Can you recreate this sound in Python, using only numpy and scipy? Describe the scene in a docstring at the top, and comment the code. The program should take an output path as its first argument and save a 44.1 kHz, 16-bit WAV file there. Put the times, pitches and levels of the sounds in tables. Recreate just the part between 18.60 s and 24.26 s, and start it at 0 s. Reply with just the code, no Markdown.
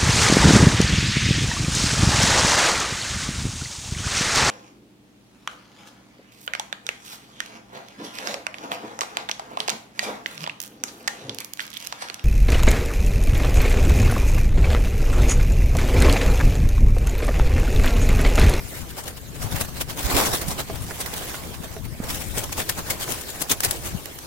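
"""A rooftop dove aviary, heard from a phone with two microphone ports among the birds. Further off,
more wings rustle over a faint town hum. Close by, wings beat from the start, each stroke a puff of
feather hiss over a duller whoosh, and the downwash buffets each port on its own. After a second comes
a flurry, with wing tips clapping. From two seconds on, feet knock the wooden perches between the
strokes. A second flurry of claps comes near five seconds, then the wings die down."""
import sys
import numpy as np
from scipy import signal
from scipy.fft import rfft, irfft, next_fast_len
from scipy.io import wavfile
from scipy.ndimage import uniform_filter1d, map_coordinates

SR = 44100
rng = np.random.default_rng(int(sys.argv[2]) if len(sys.argv) > 2 else 0)


def file_out(sig):
    """Save sig as 16-bit WAV at sys.argv[1]."""
    # one column per channel
    cols = np.atleast_2d(sig).T
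    # limit, then scale
    lim = np.clip(cols, -1, 1)
    pcm = np.round(lim * 32767).astype(np.int16)
    wavfile.write(sys.argv[1], SR, pcm)


N = 249606


def amp(db):
    """Decibels to gain."""
    return 10 ** (np.asarray(db) / 20)


def unit(x):
    """Scaled to rms 1."""
    return x / np.sqrt(np.mean(x ** 2) + 1e-20)


def along(points, hz):
    """A curve through (Hz, value) points on a log frequency axis, read at hz."""
    knots_hz, values = np.transpose(points)
    return np.interp(np.log(hz + 1), np.log(knots_hz + 1), values)


def sides(pan_db):
    """Left and right gains at constant power, the left pan_db above the right."""
    left_share = 1 / (1 + amp(-2 * np.asarray(pan_db)))
    return np.sqrt(2 * np.array([left_share, 1 - left_share]))


def wobble(rate):
    """A smooth random curve, rate knots a second."""
    knots = rng.standard_normal(int(N * rate / SR) + 4)
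    return map_coordinates(knots, [np.arange(N) * rate / SR])


def filtered(x, response):
    """x through a filter whose gain is response(hz)."""
    size = next_fast_len(N + 8192)
    hz = np.fft.rfftfreq(size, 1 / SR)
    return irfft(rfft(x, size) * response(hz), size)[..., :N]


# How alike the two ports hear a noise. Each row: frequency in Hz, left-right correlation.
PORT_LIKENESS = [(130, 0.38), (290, 0.54), (640, 0.38), (1400, 0.0063), (11000, 0.0087), (15000, 0.19)]

def rush(spectrum, patchy_db, likeness=PORT_LIKENESS):
    """Stereo noise of rms 1 with the given spectrum, its level patchy in time and frequency."""
    def mid_side_gains(hz):
        angle = np.arccos(np.clip(along(likeness, hz), -1, 1)) / 2
        return amp(along(spectrum, hz)) * [np.cos(angle), np.sin(angle)]

    cells = signal.stft(rng.standard_normal((2, N)), nperseg=256)[2]
    patches = uniform_filter1d(rng.standard_normal(cells.shape[1:]), size=3, axis=0)
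    patches = unit(uniform_filter1d(patches, size=12, axis=1))
    pair = signal.istft(cells * amp(patchy_db * patches), nperseg=256)[1][:, :N]
    mid, side = filtered(pair, mid_side_gains)
    return unit(np.array([mid + side, mid - side]))


# Wings further off, over a faint town hum. Each row: frequency in Hz, relative level in dB.
FAR_FLOCK_SPECTRUM = [(59, -32), (100, -33), (331, 3), (670, -3.5), (1240, -7), (3940, -10.5), (15100, -13),
                      (16500, -32)]
# Those far birds stirring and settling. Each row: time in seconds, level in dB.
FAR_FLOCK_LEVELS = [(0.0, -38), (0.45, -44), (0.77, -43), (0.99, -37), (1.28, -47.5), (1.59, -35),
                    (1.7, -38.5), (2.24, -43), (2.6, -36.5), (3.2, -44.5), (3.61, -39.5), (4.1, -37.5),
                    (5.66, -40)]

def far_flock():
    """Wings rustling further off merge into one rush, swelling and fading over a faint town hum."""
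    level_db = np.interp(np.arange(N) / SR, *np.transpose(FAR_FLOCK_LEVELS))
    return amp(level_db) * rush(FAR_FLOCK_SPECTRUM, patchy_db=3.5)


# Wing wind right on the microphone. Each row: time in seconds, level in dB, left over right in dB.
BUFFET_LEVELS = [(0.0, -37, 11), (0.5, -40, 2.5), (1.07, -34, 12), (1.4, -36, 8), (1.75, -34, 0.6),
                 (2.43, -39, 1), (3.15, -38, 9), (3.31, -35.5, 13), (3.48, -35, 0.6), (3.69, -32, 16),
                 (3.94, -37.5, -1), (4.4, -37.5, 0), (4.78, -45, 0), (5.28, -36, -5), (5.66, -46.5, 5)]
# Its rumble in the ports. Each row: frequency in Hz, relative level in dB.
BUFFET_SPECTRUM = [(12, -7.5), (28, -6.5), (65, -0.5), (130, -4), (300, -14), (550, -55)]
# Eddies off a wing that strike one port. Each row: centre in seconds, level in dB, swing in Hz, port.
EDDIES = [(0.229, -24.5, 93, "left"), (0.849, -22, 114, "left"), (0.868, -25, 125, "left"),
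          (0.941, -20, 134, "left"), (0.967, -33, 130, "left"), (1.014, -24.5, 142, "left"),
          (1.458, -16, 55.6, "right"), (1.548, -16, 56.7, "right"), (1.887, -16, 172, "right"),
          (1.931, -32, 123, "left"), (2.141, -22.5, 112, "left"), (2.216, -22, 100, "left"),
          (2.276, -33, 96, "left"), (2.872, -29, 148, "left"), (3.005, -27, 173, "left"),
          (3.202, -26.5, 108, "left"), (3.241, -32, 95, "left"), (3.269, -29, 129, "left"),
          (3.327, -28, 125, "left"), (5.081, -27, 107, "left"), (5.35, -19, 160, "left")]

def downwash(eddy_width_cycles=0.54, shelter_db=19):
    """Turbulent air rocks each port in lumps; a single eddy stands out as one swing of pressure."""
    t = np.arange(N) / SR
    times, level_db, pan_db = np.transpose(BUFFET_LEVELS)
    lumps = amp(1.75 * np.array([wobble(25.14), wobble(30)]))
    turbulence = unit(lumps * rush(BUFFET_SPECTRUM, patchy_db=0, likeness=[(60, 0.26)]))
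    out = amp(np.interp(t, times, level_db)) * sides(np.interp(t, times, pan_db)) * turbulence
    for at, db, swing_hz, port in EDDIES:
        near = slice(max(round((at - 0.05) * SR), 0), round((at + 0.05) * SR))
        cycles = (t[near] - at) * swing_hz
        envelope = np.exp(-(cycles / eddy_width_cycles) ** 2 / 2)
        eddy = np.sin(2 * np.pi * cycles) * envelope  # suction, then pressure
        wake = amp(-15.5) * np.hanning(len(cycles)) * turbulence[:, near]
        place = sides(shelter_db if port == "left" else -shelter_db)  # the other port is sheltered
        out[:, near] += amp(db) * place[:, None] * (eddy + wake)
    return out


# The modes of a wooden perch. Each row: frequency in Hz, level in dB, seconds to fall by 60 dB.
PERCH_MODES = [(220, 4.5, 0.025), (414, 0.5, 0.036), (649, -4.5, 0.11), (1040, -3.5, 0.051),
               (1447, 0.5, 0.051), (2160, -16, .03)]
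# Birds landing to the right of the microphone.
# Each row: start in seconds, knock level in dB, pitch of the spot struck in Hz, claw level in dB.
PERCH_LANDINGS = [(2.098, -21.5, 650, -22.5), (2.308, -33, 800, -21), (2.743, -27, 1190, -22),
                  (3.166, -25, 460, -31), (3.402, -19, 215, -31.5), (3.775, -20, 317, -26),
                  (3.892, -44, 990, -27), (4.478, -30, 514, -23)]

def landings(mode_spread=0.34):
    """Claws tick and feet knock the wood; each spot struck favours the modes near its own pitch."""
    out = np.zeros(N + SR)
    t = np.arange(SR // 5) / SR
    for start, knock_db, spot_hz, claw_db in PERCH_LANDINGS:
        knock = np.zeros(len(t))
        for hz, mode_db, t60 in PERCH_MODES:
            nearness = 1 / (1 + (np.log(hz / spot_hz) / mode_spread) ** 2)
            decay = amp(mode_db + rng.normal(0, 1) - 60 * t / t60)
            knock += nearness * decay * np.sin(2 * np.pi * hz * t)
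        tick = uniform_filter1d(rng.standard_normal(len(t)), size=12) * amp(-60 * t / 0.036)
        tick /= np.abs(tick).max()
        out[round(start * SR):][:len(t)] += amp(knock_db) * knock + amp(claw_db) * tick
    return out[:N] * sides(-4.6)[:, None]


# The air pocket between two wings. Each row: its pitch in Hz, its ring relative to the noise in dB.
POCKET_RING = [(800, -2), (1900, -2.5), (3500, -3.5), (7000, -4), (12000, -4.5)]
# Wing tips meeting or brushing the mesh, close by. Each row: peak time in seconds, level in dB,
# rise in ms, fall in ms, pitch of the air pocket in Hz, left over right in dB.
WING_CLAPS = [(0.378, -32, 1, 4.6, 1500, 2), (0.4385, -29, 1.2, 2.5, 8900, 6),
              (1.0134, -14.5, 4.2, 4, 1620, 4), (1.211, -18, 1.8, 6.2, 790, 4),
              (1.298, -23, 1.5, 6.1, 2000, -5), (1.4596, -20, 2.7, 2.9, 13600, -13),
              (1.509, -19, 2.4, 2.2, 4220, 1), (1.5676, -7, 0.81, 1.6, 1000, -18),
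              (1.6126, -16.5, 2.4, 3.7, 1800, 0.3), (1.736, -14, 1.9, 3.2, 1410, -10),
              (1.8172, -19, 3.7, 3.7, 1880, -7), (1.886, -21.5, 5, 3.6, 10000, 2.2),
              (2.4617, -18, 1.8, 2.6, 1980, -8), (2.5395, -18.5, 1.4, 1.9, 3220, -5),
              (3.927, -21, 1.9, 4, 6600, 5), (3.973, -30, 1.2, 8, 2000, 1), (4.097, -10, 5, 3.6, 1875, 2.5),
              (4.3075, -12.5, 5.7, 4.8, 2180, 4), (4.522, -14.5, 1.8, 1.6, 8400, 17),
              (4.613, -25, 3, 4.1, 10800, 8), (4.7033, -24, 3, 2.5, 10800, 9),
              (4.823, -13.5, 5.3, 1.9, 11150, 16), (4.9, -14.5, 4.2, 18, 3540, 2),
              (4.9181, -8, 5.3, 3.7, 6430, 1.5), (5.006, -10, 1.3, 1.5, 1570, 0.5),
              (5.0346, -14, 1.4, 11, 2010, -7), (5.05, -9, 3.4, 2.2, 8670, 3),
              (5.111, -9.5, 1.5, 2.7, 10600, 4), (5.4582, -18, 1.1, 0.92, 1940, -9),
              (5.5885, -24.5, 1.6, 2.4, 990, -2)]

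def claps(drift_radians=0.205):
    """A brief crack, different at each port, coloured by the pocket of air between the wings."""
    out = np.zeros((2, N + SR))
    lead = SR // 50  # samples before the peak
    ms = np.arange(-lead, SR // 25) * 1000 / SR
    for at, db, rise_ms, fall_ms, pocket_hz, pan_db in WING_CLAPS:
        shape_db = np.where(ms < 0, -6 * np.abs(ms / rise_ms) ** 3.1, -5 * ms / fall_ms)
        ring_gain = amp(along(POCKET_RING, pocket_hz))
        drift = np.cumsum(rng.normal(0, drift_radians, (2, len(ms))), axis=1)  # the pocket changes shape
        ring = ring_gain * np.sin(2 * np.pi * pocket_hz * ms / 1000 + drift)
        crack = (rng.standard_normal((2, len(ms))) + ring) / np.sqrt(1 + ring_gain ** 2 / 2)
        out[:, round(at * SR):][:, :len(ms)] += sides(pan_db)[:, None] * amp(db - 9.5 + shape_db) * crack
    brightening = [(200, -3), (800, 0), (7000, 6.0), (16000, 4.5)]  # (Hz, dB)
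    return filtered(out[:, lead:lead + N], lambda hz: amp(along(brightening, hz)))


# A wing at close range: feather hiss, the high sheen on it, and the whoosh of pushed air.
# Each row: frequency in Hz, relative level in dB.
HISS_SPECTRUM = [(700, -33), (1500, -3.5), (3000, -5), (5000, -7), (7000, -6.5), (10000, -12.5)]
SHEEN_SPECTRUM = [(4500, -54), (7000, -1.5), (9000, 3.5), (12500, -1.5), (15300, 0.5), (17000, -6)]
WHOOSH_SPECTRUM = [(150, -5.5), (330, -2.5), (750, -3), (1200, -7), (1700, -13), (3000, -23.5)]
# Where the birds fly, as heard from the phone. Each row: time in seconds, left over right in dB.
FLOCK_POSITION = [(0.1, 1.5), (0.6, 3), (1.05, -2), (1.42, 1), (1.62, 1), (1.95, -1.5), (2.16, 3),
                  (2.3, -2), (2.55, 0), (2.95, -4.5), (3.45, -0.3), (3.68, 5), (3.85, 0), (4.0, 2.5),
                  (4.2, 1.2), (4.7, 3), (4.95, -1), (5.4, 5)]
# Wingbeats around the microphone.
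# Each row: peak time in seconds, hiss level in dB, length in ms, whoosh relative to hiss in dB.
WING_STROKES = [(0.11, -37.5, 48, -13), (0.182, -35.5, 53, -3.5), (0.307, -38, 20, -6),
                (0.389, -31.5, 24.5, 2), (0.48, -32, 33, 0), (0.578, -39.5, 13, 3), (0.759, -38.5, 18, 1.5),
                (0.832, -30.5, 29, -1), (0.87, -42.5, 40, 9.5), (0.925, -30.5, 18, 1),
                (0.966, -25.5, 18.5, -1), (1.011, -24, 26, -5), (1.051, -32.5, 7.7, -1),
                (1.09, -35, 9.6, -2), (1.179, -33.5, 41, -2), (1.215, -22, 12.7, -4),
                (1.308, -33, 35, -0.5), (1.395, -30, 26, 3), (1.455, -27.5, 67, -2), (1.513, -24, 32, 1),
                (1.58, -19, 48, 1.5), (1.618, -26.5, 44, 8.5), (1.67, -22.5, 33, 1.5),
                (1.747, -21.5, 41, -2.5), (1.822, -31, 41, 1.5), (1.886, -31.5, 28, -7),
                (1.914, -26.5, 29, -2.5), (1.998, -25, 24.7, 0), (2.102, -41, 31, 7), (2.155, -36, 60, -3),
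                (2.228, -36.5, 34, -4.5), (2.31, -36, 79, -3), (2.357, -41, 38, 1),
                (2.412, -25.5, 22.5, -2.5), (2.47, -34.5, 55, 0), (2.539, -36, 23, 4.5),
                (2.577, -26.5, 21, -6.5), (2.63, -37, 96, 0.5), (2.692, -32.5, 47, -3),
                (2.754, -34.5, 52, -2.5), (2.857, -41.5, 97, 1.5), (2.946, -34, 16, -1.5),
                (3.045, -37, 30, 0.5), (3.14, -43.5, 79, 2.5), (3.254, -37.5, 15, -3),
                (3.441, -37, 18, 7.5), (3.504, -28, 43, -2.5), (3.548, -30, 52, -6.5),
                (3.619, -33.5, 42, -1.5), (3.685, -35.5, 61, -13), (3.781, -25, 32, -5),
                (3.839, -29.5, 25, -1.5), (3.928, -29.5, 12, -1), (3.985, -23.5, 15, -3.5),
                (4.004, -24.5, 28, -3.5), (4.102, -33.5, 39, -0.5), (4.19, -30, 25, 2.5),
                (4.266, -40, 14, 4), (4.314, -28.5, 41, 1), (4.422, -25, 28, -3), (4.515, -27, 46, -1),
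                (4.59, -36, 63, -2), (4.695, -31, 31, -6.5), (4.752, -39, 44, 0), (4.82, -26.5, 27, -4),
                (4.918, -20.5, 20.3, -2), (5.047, -21, 22.7, -6), (5.09, -33.5, 30, 1),
                (5.135, -30.5, 53, -2), (5.268, -29, 39, -2.5), (5.37, -45.5, 120, 3)]

def wing_strokes(rise_share=0.49, sharpness=1.13, air_drag=1.045, dulling=0.72):
    """Air over the feathers swells to a point and dies away; overlapping strokes add their power."""
    power = np.zeros((3, 2, N + SR))  # layer, port, sample
    lead = SR // 5  # samples before the peak
    ms = np.arange(-lead, lead) * 1000 / SR
    for at, db, length_ms, whoosh_db in WING_STROKES:
        slope_ms = np.clip(length_ms * np.where(ms < 0, rise_share, 1 - rise_share), 2, 90)
        from_peak = np.abs(ms) / slope_ms
        feathers = amp(db - 3 - 5.58 * from_peak ** sharpness)
        pushed_air = amp(db + whoosh_db - 5.02 * (from_peak / air_drag) ** sharpness)  # lasts longer
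        sheen_db = -6 - dulling * whoosh_db  # a stroke that pushes more air sounds duller
        layers = np.array([feathers * amp(-sheen_db / 2), feathers * amp(sheen_db / 2), pushed_air])
        place = sides(np.interp(at, *np.transpose(FLOCK_POSITION)))
        power[:, :, round(at * SR):][..., :len(ms)] += (layers[:, None] * place[:, None]) ** 2
    hiss_gain, sheen_gain, whoosh_gain = np.sqrt(power[..., lead:lead + N])
    rustle = amp(1.66 * wobble(120) + 1.7 * wobble(500))  # feathers slide over each other in fits
    hiss = hiss_gain * rush(HISS_SPECTRUM, patchy_db=3.0)
    sheen = amp(0.26) * sheen_gain * rush(SHEEN_SPECTRUM, patchy_db=3.5)
    whoosh = amp(-1.52) * whoosh_gain * rush(WHOOSH_SPECTRUM, patchy_db=2.5)
    return amp(-0.76) * rustle * (hiss + sheen) + whoosh


def scene():
    """The birds further off, the doves close by and their wind on the microphone."""
    return far_flock() + wing_strokes() + claps() + landings() + downwash()


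def record(dry):
    """The phone's left port hears more top, the right more middle; nothing passes the band limit."""
    band_limit_hz = 16000
    # Each pair: frequency in Hz, left over right in dB.
    tilt = [(400, 0.5), (1500, -2.5), (2500, -2), (4400, -1.0), (8100, 5.5), (15000, -1.0)]
    return filtered(dry, lambda hz: sides(along(tilt, hz)) * (hz < band_limit_hz))


dry = scene()
out = record(dry)
file_out(out)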